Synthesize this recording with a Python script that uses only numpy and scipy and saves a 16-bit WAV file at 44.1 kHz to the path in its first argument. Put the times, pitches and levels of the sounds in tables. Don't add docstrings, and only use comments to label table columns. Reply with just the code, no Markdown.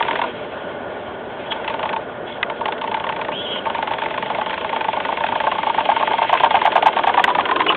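import sys
import numpy as np
from scipy import signal
from scipy.fft import rfft, irfft, next_fast_len
from scipy.io import wavfile
from scipy.ndimage import uniform_filter1d, map_coordinates

SR = 44100
rng = np.random.default_rng(int(sys.argv[2]) if len(sys.argv) > 2 else 0)


def file_out(sig):
    cols = np.atleast_2d(sig).T
    lim = np.clip(cols, -1, 1)
    pcm = np.round(lim * 32767).astype(np.int16)
    wavfile.write(sys.argv[1], SR, pcm)


def boost_factor(decibels):
    exponent = np.asarray(decibels, float) / 20
    return 10 ** exponent


N = 342216

# time_s, level_db
STEAM_FLOW = [(0, -31), (.27, -33), (.6, -40.5), (1.3, -42), (1.5, -35.5), (1.98, -39), (2.08, -43),
              (2.24, -43), (2.3, -36), (2.38, -42), (2.59, -41), (3.44, -38), (3.82, -35), (4.67, -33.5),
              (6.31, -28.5), (7.76, -38)]
# time_s, level_db
WASH = [(0, -35.5), (.3, -51), (6, -59.5), (7, -36.5), (7.76, -27.5)]
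# freq_hz, level_db
FLAME_COLOUR = [(180, -42), (240, -9.5), (400, -3), (700, -5), (1000, -10.5), (1300, -14.5), (1800, -17),
                (2300, -48)]
# freq_hz, level_db
STEAM_COLOUR = [(1200, -38), (1600, -11), (2600, -4.5), (3400, -8), (4200, -8), (6000, -15)]
# freq_hz, level_db
DRUM_COLOUR = [(200, -33), (300, -4.0), (450, -0.5), (560, -25.5)]
# freq_hz, level_db
HUM_COLOUR = [(12, -58.5), (20, -29), (41, -16), (70, -8.5), (124, -5), (155, -6), (188, -2), (260, -2),
              (340, -35), (570, -120)]
# pitch_hz, width_hz, lift_db
FLUE = [(600, 55, 6.5), (890, 80, 2), (1450, 120, 8.5), (2150, 260, 6), (3250, 300, 6)]
HUM_DB, FLAME_DB = -40.5, -29.5
DRAUGHT, NEARNESS = .05, 0.12

# reversal_s, big_end_db, piston_db, crosshead_db
COMING = [(3.7473, -14, -13, -11.5), (3.8741, -11, -12.5, -9), (3.984, -14, -15, -14),
          (4.107, -14.5, -16, -16.5), (4.2251, -12.5, -14, -18), (4.348, -11, -14.5, -12),
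          (4.4612, -12, -13.5, -17), (4.577, -14, -15.5, -17), (4.6936, -11, -17, -11.5),
          (4.8093, -10, -11.5, -14), (4.931, -7, -12.5, -11), (5.0505, -14, -14.5, -10),
          (5.171, -8.5, -13, -11.5), (5.2864, -7, -13, -9), (5.4026, -8, -9.5, -10.5),
          (5.5161, -6, -8, -13.5), (5.631, -8.5, -11.5, -8.5), (5.7437, -7.5, -10, -6)]
# reversal_s, big_end_db, piston_db, crosshead_db
PASSING = [(5.8538, -8.5, -12.5, -3.5), (5.9633, -7, -8, -14), (6.0738, -7.5, -8.5, -7.5),
           (6.182, -6, -8, -3), (6.293, -12, -7.5, -1.5), (6.399, -6.5, -7, -1), (6.5079, -5, -5.5, -0.1),
           (6.615, -7, -7.5, -0.4), (6.7197, -6.5, -10, -2), (6.8246, -4.5, -6, -.6), (6.93, -8, -15.5, -5),
           (7.0363, -6, -6.5, -2), (7.1404, -4.5, -9, -2.5), (7.243, -5, -7.5, -4.5),
           (7.3496, -8, -8.5, -3.5), (7.455, -14.5, -14.5, -9.5), (7.5604, -7.5, -10, -13.5),
           (7.6653, -12, -10.5, -7.5), (7.77, -10.5, -9, -9)]
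# time_s, knock_db, tick_db
HUNTING = [(.004, -8.5, -16), (.026, -20, -8.5), (.049, -16.5, -19), (.083, -11.5, -12.5),
           (.1098, -12.5, -11), (.13, -16, -17), (.156, -16, -10.5), (.1897, -10, -14), (.216, -9.5, -12.5),
           (.239, -13, -17.5), (.446, -23, -30.5), (.916, -25.5, -37), (1.077, -24.5, -34),
           (1.301, -25, -32), (1.52, -15.5, -13.5), (1.557, -22, -32), (1.598, -22.5, -31),
           (1.645, -21, -19), (1.678, -13.5, -12), (1.6995, -15, -16.5), (1.74, -15.5, -18),
           (1.793, -14.5, -18.5), (1.8295, -15.5, -13.5), (1.855, -10.1, -16), (1.892, -17.5, -14),
           (1.93, -13.5, -13.5), (1.963, -12, -16.5), (2.296, -23.5, -28)]
# time_s, knock_db, tick_db
SLIPPING = [(2.499, -15.5, -17.5), (2.6085, -12.5, -23), (2.6558, -13, -11.5), (2.682, -11, -16),
            (2.7229, -17, -13), (2.78, -24, -21.5), (2.814, -16, -14.5), (2.8384, -12, -22),
            (2.8755, -15.5, -18), (2.9145, -12.5, -17.5), (2.943, -11.5, -13.5), (2.968, -14, -19),
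            (2.9994, -17.5, -19), (3.0405, -13.5, -16), (3.068, -16.5, -17.5), (3.0915, -13.5, -11.5),
            (3.124, -19, -19), (3.163, -19, -17.5), (3.19, -16, -25), (3.214, -13.5, -15),
            (3.248, -27.5, -17.5), (3.284, -12, -19), (3.318, -18, -19), (3.558, -17.5, -18.5),
            (3.656, -16, -17.5), (3.667, -10.5, -25)]
# time_s, knock_db, tick_db
STRAYS = [(4.0368, -21, -15.5), (4.085, -28.5, -22.5), (4.5066, -23, -14), (4.5412, -31.5, -14.5),
          (5.265, -27.5, -11.5), (6.008, -9, -18), (6.3736, -20, -12), (6.59, -22.5, -19.5),
          (7.6035, -6, -9), (7.7473, -20, -10)]
# note_hz, hull_lag_s, tick_db, tick_db_per_knock_db, tick_db_per_wash_db
JOINTS = [
    (870, .003, -15, 0.17, 0.1448),
    (902, .003, -13, 0.33, 0.1664),
    (843.4, .0035, -18, 0.16, 0.13),
    (922, .0008, -13, 1.56, 0.09),
]
# turn_s, loss_db
REBOUND = [(.104, -8), (.111, -6.5), (.116, -13)]
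BIG_END_LEAD_S, REBOUND_LAG_S = .048, .0122
CROSSHEAD_LAG_S, CROSSHEAD_SHARE = .024, .09
LOOSE_HZ, LOOSE_LAG_S = 916.3, .0028
TICK_SPREAD_DB = 4
NOTE_SPREAD, NEAR_SPREAD = .12, .012

# pitch_hz, level_db, t60_s
BRASS = [(1750, -1, .016), (2400, -.5, .013), (3200, -2, .01)]
# freq_hz, level_db
GRIT_COLOUR = [(600, -40), (1300, 6.0), (2500, 1), (4000, -3.0)]
# pitch_hz, level_db, t60_s, gain_db_per_knock_db
HULL = [(619.4, -9.5, 0.041, -0.5), (692.4, -9, 0.037, 1.03), (769, -10, 0.028, 2.07),
        (887.6, -4.5, 0.073, 0), (1064.3, -4, 0.03, -0.07), (1592, -16, .03, 1)]
# time_s, pitch_ratio
OPENING = [(.25, 1.05), (.4, 1.006), (6.9, 1.001), (7.3, 1.12), (7.76, 1.2)]
# freq_hz, level_db
SHUDDER_COLOUR = [(450, -46), (650, -11.0), (900, 1.0), (1200, 1.5), (1700, -25.0), (3500, -14.0)]

# time_s, pitch_hz, level_db
SQUEAKS = [
    [(1.44, 3250, -51), (1.49, 3270, -44), (1.535, 3315, -35)],
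    [(2.26, 3270, -51), (2.3, 3420, -50), (2.35, 3380, -50)],
    [(3.32, 2750, -38), (3.36, 3190, -33), (3.4, 3304, -34), (3.44, 3420, -36.5), (3.47, 3186, -33),
     (3.52, 3283, -33.5), (3.56, 3210, -33.5), (3.6, 3150, -34)],
    [(7.672, 2890, -27), (7.695, 2990, -21), (7.72, 2860, -31.5)],
    [(6.365, 2600, -30.5), (6.395, 2650, -29)],
]
BROKEN = [8, 7, 1.1, 2.2, 3]
# time_s, peak_db
CLACKS = [
    (2.429, -3.5),
    (7.2401, 2.5),
]
# pitch_hz, level_db, t60_s
PIN = [(900, -12, .03), (1250, -7, .028), (1550, -4, .022), (1980, 0, .018), (2500, -2, .014),
       (3000, -1, .012), (3550, -1, .01), (4000, 0, .008)]

# freq_hz, level_db
RESPONSE = [(20, -2.5), (3400, 2), (3800, -7), (4200, -19), (4450, -28.5), (4700, -101.5), (22000, -100)]
# freq_hz, width_hz, level_db
WATER_DIP = [(1323, 77, -7)]


def unit(x):
    return x / np.sqrt(np.mean(x ** 2) + 1e-20)


def topped(rows):
    return rows / np.max(np.abs(rows), axis=1, keepdims=True)


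def filtered(x, points, notes=()):
    m = next_fast_len(N + 8192)
    hz = np.fft.rfftfreq(m, 1 / SR)
    f, db = np.transpose(points)
    colour_db = np.interp(np.log(hz + 1), np.log(f + 1), db)
    lift_db = sum(top_db / (1 + (2 * (hz - c) / w) ** 2) for c, w, top_db in notes)
    return irfft(rfft(x, m) * boost_factor(colour_db + lift_db), m)[..., :N]


def wobble(rate):
    knots = rng.standard_normal(int(N * rate / SR) + 4)
    return map_coordinates(knots, [np.arange(N) * rate / SR])


def rings(t, hz, db, t60, rise, luck):
    swell = (1 - np.exp(-t / rise)) ** 2 * boost_factor(db[..., None] - 60 * t / t60[..., None])
    return np.sum(swell * np.sin(2 * np.pi * (hz[..., None] * t + luck[..., None])), axis=-2)


def laid(times, sounds):
    first = np.round(np.abs(times) * SR).astype(int)
    at = first[:, None] + np.arange(sounds.shape[1])
    return np.bincount(at.ravel(), sounds.ravel(), N + SR)[:N]


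def rush(spectrum, patchy_db):
    z = signal.stft(rng.standard_normal(N + 512), nperseg=512)[2]
    field = uniform_filter1d(rng.standard_normal(z.shape), size=4, axis=0)
    field = uniform_filter1d(field, size=8, axis=1)
    noise = signal.istft(z * boost_factor(patchy_db * unit(field)), nperseg=512)[1]
    return unit(filtered(noise, spectrum, FLUE))


def roar():
    t = np.arange(N) / SR
    steam_db = np.interp(t, *np.transpose(STEAM_FLOW))
    wash_db = np.interp(t, *np.transpose(WASH))
    flame_db = FLAME_DB + DRAUGHT * (steam_db + 39) + NEARNESS * (wash_db + 56.5)
    flame = boost_factor(flame_db - 0.5 + 0.99 * wobble(25)) * rush(FLAME_COLOUR, patchy_db=1.0)
    leak = boost_factor(steam_db - 2.0 + 1.5 * wobble(35)) * rush(STEAM_COLOUR, patchy_db=1.5)
    drum = boost_factor(wash_db) * rush(DRUM_COLOUR, patchy_db=3.5)
    hum = boost_factor(HUM_DB) * rush(HUM_COLOUR, patchy_db=-0.9)
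    return flame + leak + drum + hum


def contacts():
    s, big_end_db, piston_db, crosshead_db = np.transpose(COMING + PASSING)
    turn = np.diff(s)
    turn = np.r_[turn, turn[-1]]
    crosshead = s + CROSSHEAD_LAG_S + CROSSHEAD_SHARE * turn
    when = np.c_[s - BIG_END_LEAD_S, s, crosshead, crosshead + REBOUND_LAG_S]
    rebound_db = crosshead_db + np.interp(turn, *np.transpose(REBOUND))
    knock_db = np.c_[big_end_db, piston_db, crosshead_db, rebound_db]
    note_hz, lag, tick_db, follows, near = np.transpose(JOINTS)
    wash_db = np.interp(when, *np.transpose(WASH)) + 57
    luck = rng.random((2, *when.shape)) - .5
    tick_db = tick_db + follows * (knock_db + 9.5) + near * wash_db + TICK_SPREAD_DB * luck[0]
    note_hz = note_hz * (1 + (NOTE_SPREAD + NEAR_SPREAD * wash_db) * luck[1])
    s, loose_db, loose_tick_db = np.transpose(HUNTING + SLIPPING + STRAYS)
    loose_hz = LOOSE_HZ * np.interp(s, *np.transpose(OPENING))
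    loose_hz = loose_hz * (1 + NOTE_SPREAD * rng.standard_normal(len(s)) / 2)
    ticks = np.r_[when.ravel(), s], np.r_[tick_db.ravel(), loose_tick_db]
    knock_s = np.r_[(when + lag).ravel(), s + LOOSE_LAG_S]
    knocks = knock_s, np.r_[knock_db.ravel(), loose_db], np.r_[note_hz.ravel(), loose_hz]
    return ticks, knocks


def valve_gear(s, db):
    t = np.arange(SR // 20) / SR
    luck = rng.random((len(s), 9))
    hz, level, t60 = np.transpose(BRASS)
    hz = hz * (1 + .35 * (luck[:, :3] - .5))
    level = level + 12 * (luck[:, 3:6] - .5)
    brass = topped(rings(t, hz, level, t60, 0.00014, luck[:, 6:])) * boost_factor(db[:, None] - 8)
    fade = boost_factor(db[:, None] + 3.5 - 60 * t / 0.034) * (1 - np.exp(-t / 0.00099))
    grit = rng.standard_normal(brass.shape) * fade
    start = s - .0006
    return laid(start, brass) + filtered(laid(start, grit), GRIT_COLOUR)


def hull(s, db, note_hz):
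    t = np.arange(SR // 14) / SR
    luck = rng.random((len(s), 19))
    hz, level, t60, gained = np.transpose(HULL)
    hz = hz * np.interp(s, *np.transpose(OPENING))[:, None] * (1 + .06 * (luck[:, :6] - .5))
    level = level + gained * (db[:, None] + 10) + 8 * (luck[:, 6:12] - .5)
    hz, level, t60 = np.c_[note_hz, hz], np.c_[0 * s, level], np.r_[.032, t60]
    ring = topped(rings(t, hz, level, t60, 0.002, luck[:, 12:])) * boost_factor(db[:, None] - 0.3)
    fade = boost_factor(db[:, None] + 0.6 - 60 * t / 0.078) * (1 - np.exp(-t / 0.0025))
    shake = rng.standard_normal(ring.shape) * fade
    return laid(s - .0018, ring) + filtered(laid(s, shake), SHUDDER_COLOUR)


def gland():
    t, out = np.arange(N) / SR, np.zeros(N)
    for rows, broken_db in zip(SQUEAKS, BROKEN):
        s, hz, db = np.transpose(rows)
        edge = np.clip(np.minimum(t - s[0], s[-1] - t) / 0.0067, 0, 1)
        turns = np.cumsum(np.interp(t, s, hz) * (1 + .011 * wobble(300))) / SR
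        slip = np.cumsum(250 + 45 * wobble(200)) / SR
        lines = np.sin(2 * np.pi * turns)
        lines += boost_factor(-4.5 + 3.5 * wobble(60)) * np.sin(2 * np.pi * (turns - slip))
        lines += boost_factor(-15.5 + 4.5 * wobble(60)) * np.sin(2 * np.pi * (turns - 2 * slip))
        lines += boost_factor(-5) * wobble(1400) * np.sin(2 * np.pi * turns)
        out += edge * boost_factor(np.interp(t, s, db) + 3.5 + broken_db * wobble(110)) * lines
    return out


def pin():
    s, db = np.transpose(CLACKS)
    hz, level, t60 = np.transpose(PIN)
    t = np.arange(SR // 20) / SR
    blow = rings(t, hz, level, t60, 0.00024, rng.random((len(s), len(hz))))
    rebound_db = level + 4.0 - (hz - 1900) ** 2 / 130000.0
    rebound = rings(t, hz, rebound_db, t60, .0006, rng.random((len(s), len(hz))))
    clack = blow + np.roll(rebound, round(0.002 * SR), axis=1)
    return laid(s, topped(clack) * boost_factor(db[:, None]))


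def scene():
    ticks, knocks = contacts()
    return (roar() + valve_gear(*ticks) + hull(*knocks) + gland() + pin())[None]


def band_limit(x):
    return signal.sosfilt(signal.butter(12, 15800, fs=SR, output="sos"), x)


def record(dry):
    squashed = dry / (1 + np.abs(dry / 0.77) ** 6) ** (1 / 6)
    narrow = filtered(squashed, RESPONSE, WATER_DIP)
    mix = np.clip(narrow, -.72, .72)
    return band_limit(mix)


dry = scene()
out = record(dry)
file_out(out)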